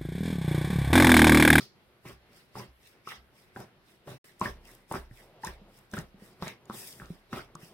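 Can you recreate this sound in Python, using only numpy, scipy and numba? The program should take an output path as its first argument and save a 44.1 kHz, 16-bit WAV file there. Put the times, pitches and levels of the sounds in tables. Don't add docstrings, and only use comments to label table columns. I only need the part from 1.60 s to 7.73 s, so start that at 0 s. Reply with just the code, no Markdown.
import sys
import numpy as np
from scipy import signal
from scipy.io import wavfile
from scipy.ndimage import uniform_filter1d
from numba import njit

SR = 44100
rng = np.random.default_rng(int(sys.argv[2]) if len(sys.argv) > 2 else 0)


def master(y):
    cut = np.clip(np.atleast_2d(y).T, -1, 1)
    pcm = np.round(cut * 32767)
    wavfile.write(sys.argv[1], SR, pcm.astype(np.int16))


N = 270333
T = np.arange(N) / SR
SILENCE_S = (2.583, 2.642)

# start in seconds, squelch level in dB, squelch centre in Hz,
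# basin rumble in dB, skin hiss in dB, treble of the hiss in dB relative to that hiss.
PUNCHES = [(-0.034, -56, 1220, -48, -52, -3), (0.454, -35.5, 1130, -40.5, -55.5, -3.5),
           (0.956, -34.5, 1035, -41, -50, -5), (1.473, -32, 1190, -56, -46.5, -8),
           (1.961, -34.5, 738, -42, -61, 3), (2.474, -36, 607, -42, -55, -3),
           (2.814, -24.5, 1026, -36, -47.5, -1.5), (3.312, -26.5, 867, -35.5, -51, 1),
           (3.837, -32, 963, -47, -49.5, -5), (4.336, -34.5, 1300, -36.5, -52.5, -1),
           (4.824, -27.5, 1006, -40, -47, -6), (5.099, -41.5, 1050, -48, -57, -7),
           (5.399, -45.5, 1280, -47.5, -63, -8), (5.729, -28, 1130, -36.5, -50, -3)]
# frequency in Hz, bandwidth in Hz, gain in dB.
BASIN_MODES = [(128.8, 22.4, 6.5), (157.8, 11.6, 5.5), (198.4, 18.7, 6), (242, 59, -2.5), (354, 43.6, 1.5),
               (576, 30, -15)]


def undb(db):
    return 10 ** (np.asarray(db) / 20)


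def unit(x):
    return x / np.sqrt(np.mean(x ** 2))


def ring(x, hz, width):
    return signal.lfilter(*signal.iirpeak(min(hz, .45 * SR), hz / width, SR), x)


def band(x, hz, width):
    return ring(ring(x, hz, width), hz, width)


def body(x, modes):
    return sum(undb(db) * ring(x, hz, width) for hz, width, db in modes)


def flicker(rate):
    hold = int(SR / rate)
    steps = np.repeat(rng.standard_normal(N // hold + 1), hold)
    return 1.3 * uniform_filter1d(uniform_filter1d(steps, hold), hold)[:N]


@njit
def damped_sines(count, start, step, rise, cycles, size, glide):
    out = np.zeros(count)
    for e in range(len(start)):
        first = max(int(start[e]), 0)
        for i in range(min(int((rise[e] + cycles[e]) / step[e]), count - first)):
            cycle = i * step[e]
            if cycle < rise[e]:
                envelope = np.sin(np.pi / 2 * cycle / rise[e]) ** 2
            else:
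                envelope = 10 ** (-3 * (cycle - rise[e]) / cycles[e])
            out[first + i] += size[e] * envelope * np.sin(2 * np.pi * cycle * (1 + glide * cycle / 2))
    return out


def bursts(s, hz, rise, cycles, size, glide=0.):
    s, hz, rise, cycles, size = np.array(np.broadcast_arrays(s, hz, rise, cycles, size), float)
    rise, cycles = np.maximum(rise, .1), np.maximum(cycles, 1.)
    return damped_sines(N, s * SR, hz / SR, rise, cycles, size, float(glide))


def pressure(t, t60):
    full_weight_s = 0.043
    late = np.clip(t, 0, None)
    touch = 0.22 * 10 ** (3 * np.minimum(t, 0) / 0.062)
    slap = np.where(t < 0, touch, 10 ** (-3 * late / 0.17))
    release = 10 ** (-3 * np.clip(late - full_weight_s, 0, None) / t60)
    weight = 0.7 * np.clip(late / full_weight_s, 0, 1) ** 2 * release
    return np.hypot(slap, weight)


def swell(t, s, held_s, swell_s, fade_s, db):
    before = ((s - t) / swell_s) ** 2
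    after = (np.clip(t - s - held_s, 0, None) / fade_s) ** 1.4
    return undb(2 * db) * np.exp(-2.2 * np.where(t < s, before, after))


def yard_air():
    # frequency in Hz, relative spectral density in dB.
    spectrum = [(30, 2), (69, 2.5), (318, -12), (382, -5), (931, -11), (1750, -6), (4860, -17), (6830, -66),
                (11500, -21), (15800, -45)]
    hz_at, db_at = np.transpose(spectrum)
    out = 0
    for hz in 32 * 2 ** np.arange(0, 9.1, .5):
        mid, side = band(rng.standard_normal((2, N)), hz, hz / 2)
        db = np.interp(np.log(hz), np.log(hz_at), db_at) + 1.94 * flicker(16)
        spread = min(0.53 + hz / 400, 1) * np.array([[1], [-1]])
        out = out + undb(db) * (mid + spread * side)
    return unit(out) * undb(-66.5)


def squelch(pockets=60):
    out = np.zeros((2, N))
    rumble = unit(body(rng.standard_normal(N), BASIN_MODES)) * undb(2.5 * flicker(40))
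    rumble += (T < SILENCE_S[0]) * undb(2) * band(rumble, 125, 50)
    wash = rng.standard_normal(N) + 0.23 * rng.standard_normal((2, N))
    shapes = ((.5, 0.84), (1, 0.29), (1.8, 1))
    openings = [undb(3.8 * flicker(50)) for _ in shapes]
    for s, db, hz, rumble_db, _, _ in PUNCHES:
        when = rng.random(pockets)
        pitch = rng.standard_normal(pockets)
        size = undb(2.27 * rng.exponential(size=pockets) - 15)
        swarm_hz = hz * 2 ** np.clip(.55 * pitch + 0.45 * when, -2, 2)
        swarm = bursts(s + .14 * when, swarm_hz, 2.16, 17, size * pressure(0.15 * when, t60=0.2))
        span = slice(max(int((s - .1) * SR), 0), int((s + .4) * SR))
        hollows = sum(opening[span] / ratio ** 0.1 * unit(band(wash[:, span], ratio * hz, width * hz))
                      for opening, (ratio, width) in zip(openings, shapes))
        out[:, span] += undb(db) * (swarm[span] + undb(-20) * pressure(T[span] - s, t60=0.21) * hollows)
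        out[:, span] += undb(rumble_db) * pressure(T[span] - s, t60=0.22) * rumble[span]
    return out


def slide():
    # time in seconds, level in dB.
    drag_levels = [(0, -69), (0.68, -70), (0.76, -63), (0.88, -70), (2.599, -69.5), (3.1, -60), (3.3, -70),
                   (3.65, -64), (4.05, -64), (4.5, -66.5), (4.7, -61), (5.0, -63.5), (5.3, -58),
                   (5.68, -68), (6.099, -61)]
    s, db = np.transpose(drag_levels)
    rub_start_s, rub_end_s = 3.55, 4.15
    drag = rng.standard_normal(N)
    murmur = unit(body(drag, BASIN_MODES)) + 0.45 * unit(ring(ring(drag, 390, 640), 400, 900))
    rub = unit(band(rng.standard_normal(N), 575, 400))
    rub *= undb(-62) * np.clip(np.minimum(T - rub_start_s, rub_end_s - T) / 0.15, 0, 1)
    return undb(2 * flicker(25)) * (undb(np.interp(T, s, db)) * murmur + rub)


def peel():
    # loudest moment in seconds, level in dB.
    pulls = [(0.778, -64), (1.273, -63.5), (1.803, -67), (2.308, -67), (2.655, -60), (3.109, -60),
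             (3.593, -62), (4.17, -66), (4.66, -63), (5.52, -65), (6.049, -59)]
    t = T[::32]
    low_power = top_power = 0
    for s, *_, db, top_db in PUNCHES:
        low_power += swell(t, s + 0.04, held_s=0, swell_s=0.042, fade_s=0.055, db=db)
        top_power += swell(t, s + 0.036, held_s=0, swell_s=0.042, fade_s=0.048, db=db + top_db)
    pulling = sum(swell(t, s, held_s=0, swell_s=0.062, fade_s=0.07, db=db) for s, db in pulls)
    folding = swell(t, 5.155, held_s=0.1, swell_s=0.022, fade_s=0.11, db=-55.5)
    pull_top_db, fold_top_db = -1, 8
    low_power += pulling + folding
    top_power += pulling * undb(2 * pull_top_db) + folding * undb(2 * fold_top_db)
    low_gain = np.interp(T, t, np.sqrt(low_power))
    top_gain = np.interp(T, t, np.sqrt(top_power))
    return thread_hiss(low_gain, top_gain) + crackle(top_gain)


def thread_hiss(low_gain, top_gain):
    # frequency in Hz, bandwidth in Hz, gain in dB.
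    treble_peaks = [(5450, 1570, -2.5), (8810, 2560, 1.5), (11400, 3300, -3), (14600, 2600, -8.5)]
    threads = rng.standard_normal((3, N))
    threads *= 1 + 2 * (rng.random(N) < .02) * rng.exponential(size=N)
    threads = threads[0] + 2.2 * threads[1:]
    low = 0
    for k, hz in enumerate(1900 * 2 ** (np.arange(7) / 4)):
        hollow = (-1) ** k * unit(ring(threads, hz, .13 * hz))
        low = low + undb(4 * flicker(45) - 1.2 * np.log2(hz)) * hollow
    top = unit(body(threads, treble_peaks)) * top_gain * undb(1.5 * flicker(60))
    return unit(low) * low_gain * undb([[-1.1], [1.1]]) + top * undb([[1.2], [-1.2]])


def snaps(times, sizes, centres):
    rise_s, t60 = 0.0006, 0.013
    out, late = np.zeros((2, N)), T[:800]
    envelope = np.clip(late / rise_s, 0, 1) * 10 ** (-3 * late / t60)
    for s, size, hz in zip(times, sizes, centres):
        i = int(s * SR)
        noise = rng.standard_normal((3, len(late)))
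        burst = size * envelope * unit(band(noise[0] + noise[1:], hz, hz))
        out[:, i:i + len(late)] += burst[:, :N - i]
    return out


def crackle(hiss_gain, count=160):
    when, pitch, size = rng.random((count, 3)).T
    times = when * T[-1]
    sizes = np.interp(times, T, hiss_gain) * undb(-1.5 + 12 * size)
    return snaps(times, sizes, centres=4000 * 2 ** (1.8 * pitch))


def squirts():
    # start in seconds, level in dB, centre in Hz, 60 dB decay time in seconds.
    jets = [(0.001, -46, 4600, 0.3), (4.876, -42, 2200, 0.2)]
    out, gust = 0, rng.standard_normal((2, N))
    for s, db, hz, t60 in jets:
        late = np.clip(T - s, 0, None)
        jet = unit(band(gust, hz, 0.4 * hz))
        out = out + undb(db - 60 * late / t60) * np.clip(late / 0.006, 0, 1) * jet
    return out


def pops():
    # start in seconds, level in dB, pitch in Hz, 60 dB decay in cycles.
    pockets = [(0.007, -39.5, 1220, 14), (0.452, -42, 900, 8), (0.954, -33, 1030, 8.6),
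               (0.968, -36, 803, 27), (1.472, -32, 1167, 23), (1.961, -33, 1500, 12.6),
               (2.474, -39, 552, 17), (2.8125, -16.5, 1010, 16.3), (2.857, -22, 1650, 24),
               (3.313, -22.5, 840, 6.7), (3.34, -21, 1070, 5.2), (3.355, -25, 1370, 8.1),
               (3.511, -47, 1800, 11), (3.834, -36, 1700, 20), (3.872, -30, 1700, 22),
               (4.336, -31.5, 1484, 29), (4.368, -32, 1300, 28), (4.379, -34, 1650, 20),
               (4.824, -25, 1020, 6.5), (4.871, -32, 2100, 11), (5.098, -28, 1145, 8.4),
               (5.107, -32.5, 1094, 14), (5.399, -35, 1600, 10.6), (5.418, -34, 1290, 9.2),
               (5.729, -25.5, 1270, 8.1), (5.775, -31.5, 1200, 21), (5.792, -36, 1390, 22),
               (5.954, -34.5, 1125, 11.5)]
    s, db, hz, cycles = np.transpose(pockets)
    ringing = bursts(s, hz, rise=0.17 * cycles, cycles=cycles, size=undb(db), glide=0.0097)
    jolts = bursts(s, hz=400, rise=0.5, cycles=1.65, size=undb(db - 2))
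    return ringing * undb([[.7], [-.7]]) + body(jolts, BASIN_MODES)


def ground():
    # start in seconds, level in dB.
    loads = [(0.519, -51.5), (1.077, -51.5), (1.572, -53), (2.881, -39.5), (3.374, -40), (3.872, -41),
             (4.389, -48), (5.414, -48), (5.758, -51)]
    # frequency in Hz, 60 dB decay time in seconds.
    modes = [(62.9, 0.38), (34.2, 1)]
    s, boom_db = np.transpose(loads)
    sway_db = boom_db + np.where(s < SILENCE_S[0], -21, -9)
    return sum(bursts(s, hz, rise=0.9, cycles=hz * t60, size=undb(db))
               for (hz, t60), db in zip(modes, (boom_db, sway_db)))


def smacks():
    # start in seconds, level in dB, centre in Hz.
    patches = [(1.4885, -39, 3300), (2.796, -43, 9000), (2.809, -37, 5800), (3.0505, -54, 9000),
               (3.116, -48, 13000), (3.15, -47, 11000), (3.3233, -34, 9900), (3.8472, -31, 7000),
               (3.8696, -36, 6000), (4.1874, -50, 13000), (4.3141, -48, 6000), (4.3375, -39, 5300),
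               (4.3879, -35, 6000), (4.8234, -37, 4100), (4.8798, -33, 5500), (5.0549, -53, 7000),
               (5.098, -46, 4500), (5.457, -48, 4000), (5.7304, -41, 3800), (5.9519, -40, 6200)]
    s, db, hz = np.transpose(patches)
    return snaps(s, undb(db), hz)


def knocks():
    # start in seconds, level in dB, pitch in Hz.
    impacts = [(1.959, -39.5, 218), (2.81, -27, 187), (2.853, -35, 109), (3.312, -30, 360),
               (3.341, -34.5, 160), (3.358, -31, 380), (3.507, -42.5, 119), (3.864, -38.5, 179),
               (4.014, -45.5, 196), (4.333, -28, 208), (4.38, -29, 156.7), (4.541, -44.5, 192),
               (4.62, -42.5, 196), (4.82, -28.5, 177.5), (4.868, -38, 183), (5.096, -32.5, 212),
               (5.417, -41, 166), (5.501, -30.5, 172), (5.727, -29, 238), (5.948, -41.5, 158),
               (6.028, -43.5, 168)]
    s, db, hz = np.transpose(impacts)
    fundamental = bursts(s, hz, rise=0.78, cycles=13.8, size=undb(db))
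    return fundamental + bursts(s, 2.2 * hz, rise=0.8, cycles=9, size=undb(db - 8))


def leak():
    whistle = bursts([3.833], hz=770, rise=7.2, cycles=36, size=undb(-29), glide=0.028)
    return whistle * undb([[.7], [-.7]])


def wall_reflections(x, t60=0.16, wet_db=-13):
    t = np.arange(int(.25 * SR)) / SR
    tail = ring(rng.standard_normal((2, len(t))), 1170, 2100) * 10 ** (-3 * t / t60) * (t > .003)
    tail *= undb(wet_db) / np.sqrt(np.sum(tail ** 2, axis=1, keepdims=True))
    return signal.fftconvolve(x[None], tail, axes=1)[:, :N]


def from_left(x, lag_samples=3):
    return np.stack([x[0], np.roll(x[1], lag_samples)])


def scene():
    thuds = (ground() + knocks()) * undb([[-.6], [.6]])
    blows = squelch() + pops() + thuds + leak()
    skin = peel() + smacks() + squirts()
    kneading = from_left(blows + slide() + from_left(skin))
    return kneading + wall_reflections(blows.mean(axis=0)) + yard_air()


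def record(dry):
    stop, start = SILENCE_S
    gate = np.clip(np.maximum((stop - T) / 0.0083, (T - start) / 0.0012), 0, 1)
    cutoff_hz = 15850
    lowpass = signal.ellip(10, .2, 60, cutoff_hz, fs=SR, output="sos")
    return signal.sosfilt(lowpass, dry * gate)


dry = scene()
out = record(dry)
master(out)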